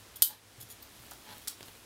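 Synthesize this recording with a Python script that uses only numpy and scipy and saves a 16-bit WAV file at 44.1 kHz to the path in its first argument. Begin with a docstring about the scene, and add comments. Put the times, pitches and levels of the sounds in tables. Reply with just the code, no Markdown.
"""Scissors snapping beside a sewing machine

A small room, the scissors close to one microphone: filtered-noise cracks and decaying sines make the snap.
Blades scrape and a pivot chirps (slips and noise through steel resonances); knocks, brushes, taps and bumps
sound the plastic housing of the idle machine, and cloth rustles in a noise crackle.
Noise air and a faint hum of three sines lie behind; the recorder's gain control ducks on loud sound."""
import sys
import numpy as np
from scipy import signal
from scipy.fft import rfft, irfft, next_fast_len
from scipy.io import wavfile
from scipy.ndimage import uniform_filter1d, minimum_filter1d, map_coordinates

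SR = 44100
rng = np.random.default_rng(int(sys.argv[2]) if len(sys.argv) > 2 else 0)


def persist_wave(psi):
    """Save psi, clipped to +-1, as 16-bit WAV."""
    counts = np.round(np.clip(psi, -1, 1) * 32767).astype(np.int16)
    wavfile.write(sys.argv[1], SR, np.atleast_2d(counts).T)


N = 81585
T = np.arange(N) / SR


def amp(db):
    """Decibels to gain."""
    return 10 ** (np.asarray(db) / 20)


def unit(x):
    """Scale to rms 1."""
    return x / np.sqrt(np.mean(x ** 2) + 1e-20)


def along(points, hz):
    """Read (pitch_hz, value) points on a log frequency axis."""
    f, v = np.transpose(points)
    return np.interp(np.log(hz + 1), np.log(f + 1), v)


def filtered(x, response):
    """Multiply the spectrum of x by a response of frequency."""
    m = next_fast_len(N + SR // 2)
    spectrum = rfft(x, m) * response(np.fft.rfftfreq(m, 1 / SR))
    return irfft(spectrum, m)[..., :N]


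def coloured(x, spectrum):
    """Shape x by (pitch_hz, level_db) points, at rms 1."""
    return unit(filtered(x, lambda hz: amp(along(spectrum, hz))))


def resonant(x, peaks):
    """Pass x through parallel resonances of alternating sign."""
    def response(hz):
        total = 0
        for k, (centre, width, db) in enumerate(peaks):
            damping = 1j * hz * width
            total = total + (-1) ** k * amp(db) * damping / (centre ** 2 - hz ** 2 + damping)
        return total
    return filtered(x, response)


def white():
    """Fresh white noise."""
    return rng.standard_normal(N)


def decay(start, t60):
    """Silence, then an exponential fall from 1, 60 dB down after t60 seconds."""
    return (T >= start) * np.exp(-np.log(1000) * np.maximum(T - start, 0) / t60)


def bell(centre, width):
    """A Gaussian swell of height 1."""
    return np.exp(-.5 * ((T - centre) / width) ** 2)


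def slips(rate):
    """Random tiny impulses of uneven size, on average rate a second."""
    return unit((rng.random(N) < rate / SR) * white())


def wobble(rate):
    """A smooth random curve, rate knots a second."""
    return map_coordinates(rng.standard_normal(int(N * rate / SR) + 4), [T * rate])


# spectrum of the still room air: pitch_hz, level_db
AIR = [(22, -31), (33, -16), (43, -1), (55, -6.5), (113, -2), (160, -7), (300, -3.5), (648, -7.5),
       (1100, -8.5), (1400, -9.5), (4040, -11.5), (7910, -15), (10100, -15.5), (15500, -23.5)]
AIR_DB = -56
# steady tones of the hum: pitch_hz, level_db
HUM = [(101.3, -67.5), (66, -73.5), (236.8, -76.5)]
HUM_WAVER_DB, HUM_DRIFT_RAD = 3.5, 0.63  # scales of the random level and phase curves


def background():
    """Still air is shaped noise; the hum is sines whose level and phase waver slowly."""
    hum = np.zeros(N)
    for hz, db in HUM:
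        level = amp(db + HUM_WAVER_DB * wobble(9.66)) * np.sqrt(2)
        phase = 2 * np.pi * (hz * T + rng.random()) + HUM_DRIFT_RAD * wobble(9.85)
        hum += level * np.sin(phase)
    return amp(AIR_DB) * coloured(white(), AIR) + hum


# how long the small room rings: pitch_hz, t60_s
ROOM = [(200, 0.26), (3000, .28), (8000, 0.21), (15000, 0.18)]
ROOM_DELAY_S, ROOM_BUILD_S = 0.0039, 0.002


def room(x):
    """The diffuse answer of the walls is decaying noise; the high treble dies soonest."""
    hz, t, noise = signal.stft(rng.standard_normal(SR // 2), SR, nperseg=256)
    fall = np.exp(-np.log(1000) * t / along(ROOM, hz)[:, None])
    tail = signal.istft(noise * fall, SR)[1]
    tail = tail * np.clip((T[:len(tail)] - ROOM_DELAY_S) / ROOM_BUILD_S, 0, 1)
    return signal.fftconvolve(x, tail / np.linalg.norm(tail))[:N]


# level of the handled cloth, joined by straight lines: time_s, level_db
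RUSTLE = [(0, -63), (.12, -65), (.2, -69), (.5, -67), (.8, -67), (1.03, -56), (1.2, -61.5), (1.35, -55),
          (1.45, -57.5), (1.57, -62), (1.67, -55), (1.85, -66)]
# spectrum of the cloth: pitch_hz, level_db
CLOTH = [(300, -2), (1000, -8.5), (3500, -0.5), (7000, -6.5), (12000, -2), (16000, -4.5)]
FIBRES_PER_S, FIBRE_SMOOTH_HZ = 1400, 700


def cloth():
    """Fibres catch and let go: smoothed random impulses gate noise into a fine crackle."""
    catches = filtered(np.abs(slips(FIBRES_PER_S)), lambda hz: 1 / (1 + 1j * hz / FIBRE_SMOOTH_HZ))
    crackle = np.sqrt(np.abs(catches)) * white()
    return amp(np.interp(T, *np.transpose(RUSTLE))) * coloured(crackle, CLOTH)


# hand and sleeve brushing the machine: peak_s, width_s (Gaussian sigma), level_db
BRUSHES = [(0.316, .035, -49.5), (1.308, 0.035, -49.5), (1.69, 0.023, -64.5)]
# resonances of the hollow housing: pitch_hz, width_hz, level_db
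HOUSING = [(229, 11, 11.5), (649, 9.8, 3), (855, 20, 6.5), (1011, 35, 5), (1680, 210, -7.5), (3270, 99, -3),
           (3456, 40, -3), (4070, 230, -2)]
# spectrum of the brushing hiss: pitch_hz, level_db
BRUSH_HISS = [(200, -10), (600, -1.5), (2000, -5.5), (4200, -7), (6000, -12), (15000, -17.5)]
BRUSH_GRAINS_PER_S, BRUSH_HISS_DB = 2500, -3  # hiss relative to the housing sound


def brushes():
    """Skin and sleeve rub in fine grains that sound the hollow housing, with a hiss."""
    stroke = sum(amp(db) * bell(s, width) for s, width, db in BRUSHES)
    skin = slips(BRUSH_GRAINS_PER_S)
    body = unit(resonant(skin, HOUSING))
    hiss = amp(BRUSH_HISS_DB) * coloured(skin, BRUSH_HISS)
    return stroke * unit(body + hiss)


# fingertips tapping the housing: start_s, level_db
TAPS = [(1.607, -41), (1.683, -42), (1.751, -49)]
# spectrum of a tap: pitch_hz, level_db
TAP = [(100, -2), (400, 6), (900, -3), (3400, 1), (5000, -13), (15000, -13)]
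TAP_T60_S = 0.026


def taps():
    """Fingertips make short decays of shaped noise."""
    return sum(amp(db) * decay(s, TAP_T60_S) for s, db in TAPS) * coloured(white(), TAP)


# soft bumps of the hand on the bed: start_s, level_db
BUMPS = [(0.142, -62), (.582, -46.5), (.63, -49), (0.999, -50), (1.607, -53)]
BUMP_HZ, BUMP_T60_S, BUMP_RISE_S = 112.7, 0.099, 0.0022


def bumps():
    """The hand sets off a low, dying sine with a softened start."""
    out = np.zeros(N)
    for s, db in BUMPS:
        rise = np.clip((T - s) / BUMP_RISE_S, 0, 1)
        out += amp(db) * decay(s, BUMP_T60_S) * rise * np.sin(2 * np.pi * BUMP_HZ * (T - s))
    return out


# small hard contacts with the housing: start_s, level_db, tilt_db_per_octave
CLICKS = [(0.8264, -46.5, -1), (1.037, -47.5, -13), (1.066, -52, -1), (1.111, -33.5, 16), (1.115, -40, 0),
          (1.119, -38, -5), (1.134, -39, 12), (1.381, -40, 17), (1.4742, -28.5, 0), (1.4784, -25.5, 5),
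          (1.4819, -22, 4.5), (1.4853, -29, 1.5), (1.629, -37, -3.5)]
# spectrum of the plastic before tilting: pitch_hz, level_db
PLASTIC = [(100, -21), (700, -14), (1250, -2.5), (1900, -18.5), (3200, -5.5), (4800, -2), (7500, -5.5),
           (10500, -6), (12000, -13), (13500, -7.5), (16000, -15)]
CLICK_T60_S, TILT_PIVOT_HZ, TILT_FROM_HZ = 0.0099, 6000, 680  # the tilt is constant below TILT_FROM_HZ


def clicks():
    """Dead, short knocks of decaying noise; each contact has its own brightness."""
    out = np.zeros(N)
    for s, db, tilt in CLICKS:
        spectrum = []
        for hz, level in PLASTIC:
            octaves = np.log2(max(hz, TILT_FROM_HZ) / TILT_PIVOT_HZ)
            spectrum.append((hz, level + tilt * octaves))
        out += amp(db) * decay(s, CLICK_T60_S) * coloured(white(), spectrum)
    return out


# resonances of the scissor pivot: pitch_hz, width_hz, level_db
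PIVOT = [(14600, 450, -1.5), (4260, 440, -12.5)]
SQUEAK_S, SQUEAK_WIDTH_S, SQUEAK_DB = .829, .0035, -46


def squeak():
    """The pivot chirps once, very high and brief: noise through its resonances."""
    return amp(SQUEAK_DB) * bell(SQUEAK_S, SQUEAK_WIDTH_S) * unit(resonant(white(), PIVOT))


# blades sliding over each other: start_s, length_s (before the fade out), level_db
SCRAPES = [(0.156, 0.0073, -40.5), (0.213, 0.0052, -47), (0.597, 0.018, -49), (0.612, 0.015, -46),
           (0.68, 0.018, -57), (0.695, .031, -50)]
# resonances of the scraped steel: pitch_hz, width_hz, level_db
SCRAPE_MODES = [(3360, 160, -2), (5200, 470, 0), (6950, 170, 2), (9100, 140, 6), (10340, 290, 4),
                (11240, 200, 8), (12340, 140, -4), (13600, 170, 12), (14600, 160, 0.5)]
# spectrum of steel on steel, for the scrape hiss and the snap: pitch_hz, level_db
CRACK = [(200, -48), (700, -49), (1400, -17), (2300, -33.5), (3100, -8.5), (4900, -4.5), (5750, -17),
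         (6300, -5), (8700, -7), (9600, 1.5), (10500, -11), (11400, 3), (14300, -1), (15000, -8),
         (16000, -8)]
SLIPS_PER_S, SCRAPE_EDGE_S = 2500, 0.01  # the edge is the fade time
SCRAPE_HISS_DB, SCRAPE_JUDDER_DB = -2, 2


def scrapes():
    """Edge rubs on edge in quick, uneven slips that make the steel sing and hiss."""
    stroke = np.zeros(N)
    for s, length, db in SCRAPES:
        fade_in = np.clip((T - s) / SCRAPE_EDGE_S, 0, 1)
        fade_out = np.clip((s + length - T) / SCRAPE_EDGE_S + 1, 0, 1)
        stroke += amp(db) * fade_in * fade_out
    friction = slips(SLIPS_PER_S) * amp(SCRAPE_JUDDER_DB * wobble(200))
    sing = resonant(stroke * friction, SCRAPE_MODES) / np.std(resonant(friction, SCRAPE_MODES))
    return sing + amp(SCRAPE_HISS_DB) * stroke * coloured(friction, CRACK)


# ringing modes of the blades: pitch_hz, level_db, t60_s
STEEL = [(3040, -9, .12), (3760, -7, .09), (4620, -10, .12), (6250, -6, .08), (7950, -5, .05),
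         (9560, -1, .07), (9730, -5, .08), (11260, 1, .1), (11590, -2, .12), (12130, -2, .12),
         (12650, 1, .14), (12970, -3, .12), (13700, -4, .12), (14200, 1, .13)]
# rebounds after the blades meet: lag_s, level_db
CHATTER = [(.0027, -3.5), (.0039, 2.5), (.0073, -9), (.0118, -24)]
SNAP_S, SNAP_DB = .2219, -6.5  # the blades meet
CRACK_T60_S, CHATTER_DB = 0.019, -6.5
BITE_S, BITE_DB = 0.00089, -0.5  # added strength while the edges grind home
RING_DB, RING_SPLIT_HZ = -2.5, 60  # the split is the random spread of each blade's pitch
RING_ROUGH_RAD, RING_ROUGH_PER_S = .9, 200


def snip():
    """The edges bite, crack and rebound in noise; two blades ring roughly, at slightly different pitches."""
    ring = np.zeros(N)
    for hz, level, t60 in STEEL:
        for blade in range(2):
            pitch = hz + rng.normal(0, RING_SPLIT_HZ)
            phase = 2 * np.pi * (pitch * T + rng.random())
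            roughness = RING_ROUGH_RAD * wobble(RING_ROUGH_PER_S)
            ring += amp(level) * decay(SNAP_S, t60) * np.sin(phase + roughness)
    contacts = decay(SNAP_S, CRACK_T60_S)
    for lag, db in CHATTER:
        contacts = contacts + amp(CHATTER_DB + db) * decay(SNAP_S + lag, CRACK_T60_S)
    contacts = contacts * (1 + amp(BITE_DB) * (T < SNAP_S + BITE_S))
    crack = contacts * coloured(white(), CRACK)
    return amp(SNAP_DB) * (crack + amp(RING_DB) * ring / np.sqrt(2 * len(STEEL)))


ROOM_DB, CLICK_ROOM_DB = -9, -6.5  # sent to the room, relative to the direct sound


def scene():
    """Everything reaches one microphone, alike in both channels."""
    near = snip() + scrapes() + squeak() + brushes() + taps() + bumps() + cloth()
    knocks = clicks()
    walls = room(amp(ROOM_DB) * near + amp(CLICK_ROOM_DB) * knocks)
    mono = near + knocks + walls + background()
    return np.array([mono, mono])


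LIMIT_DB, HOLD_S, RELEASE_DB_PER_S = -11, 0.14, 26
CLIP_TOP, TOP_HZ = .62, 15850  # ceiling of the rounded peaks, top of the band


def record(dry):
    """Gain control ducks at once, holds and recovers slowly; peaks are rounded off; then the band limit."""
    level_db = 10 * np.log10(np.abs(uniform_filter1d(dry[0] ** 2, size=128)) + 1e-12)
    over_db = np.maximum(level_db - LIMIT_DB, 0)
    hold = 2 * int(HOLD_S * SR / 2) + 1
    # the greatest excess within the hold time just past
    held_db = -minimum_filter1d(-over_db, hold, origin=hold // 2, mode="constant")
    # the ducking can fall no faster than the release
    release_db = RELEASE_DB_PER_S * T
    duck_db = np.maximum.accumulate(held_db + release_db) - release_db
    rounded = CLIP_TOP * np.tanh(dry * amp(-duck_db) / CLIP_TOP)
    return filtered(rounded, lambda hz: 1 / (1 + (hz / TOP_HZ) ** 160))


dry = scene()
out = record(dry)
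persist_wave(out)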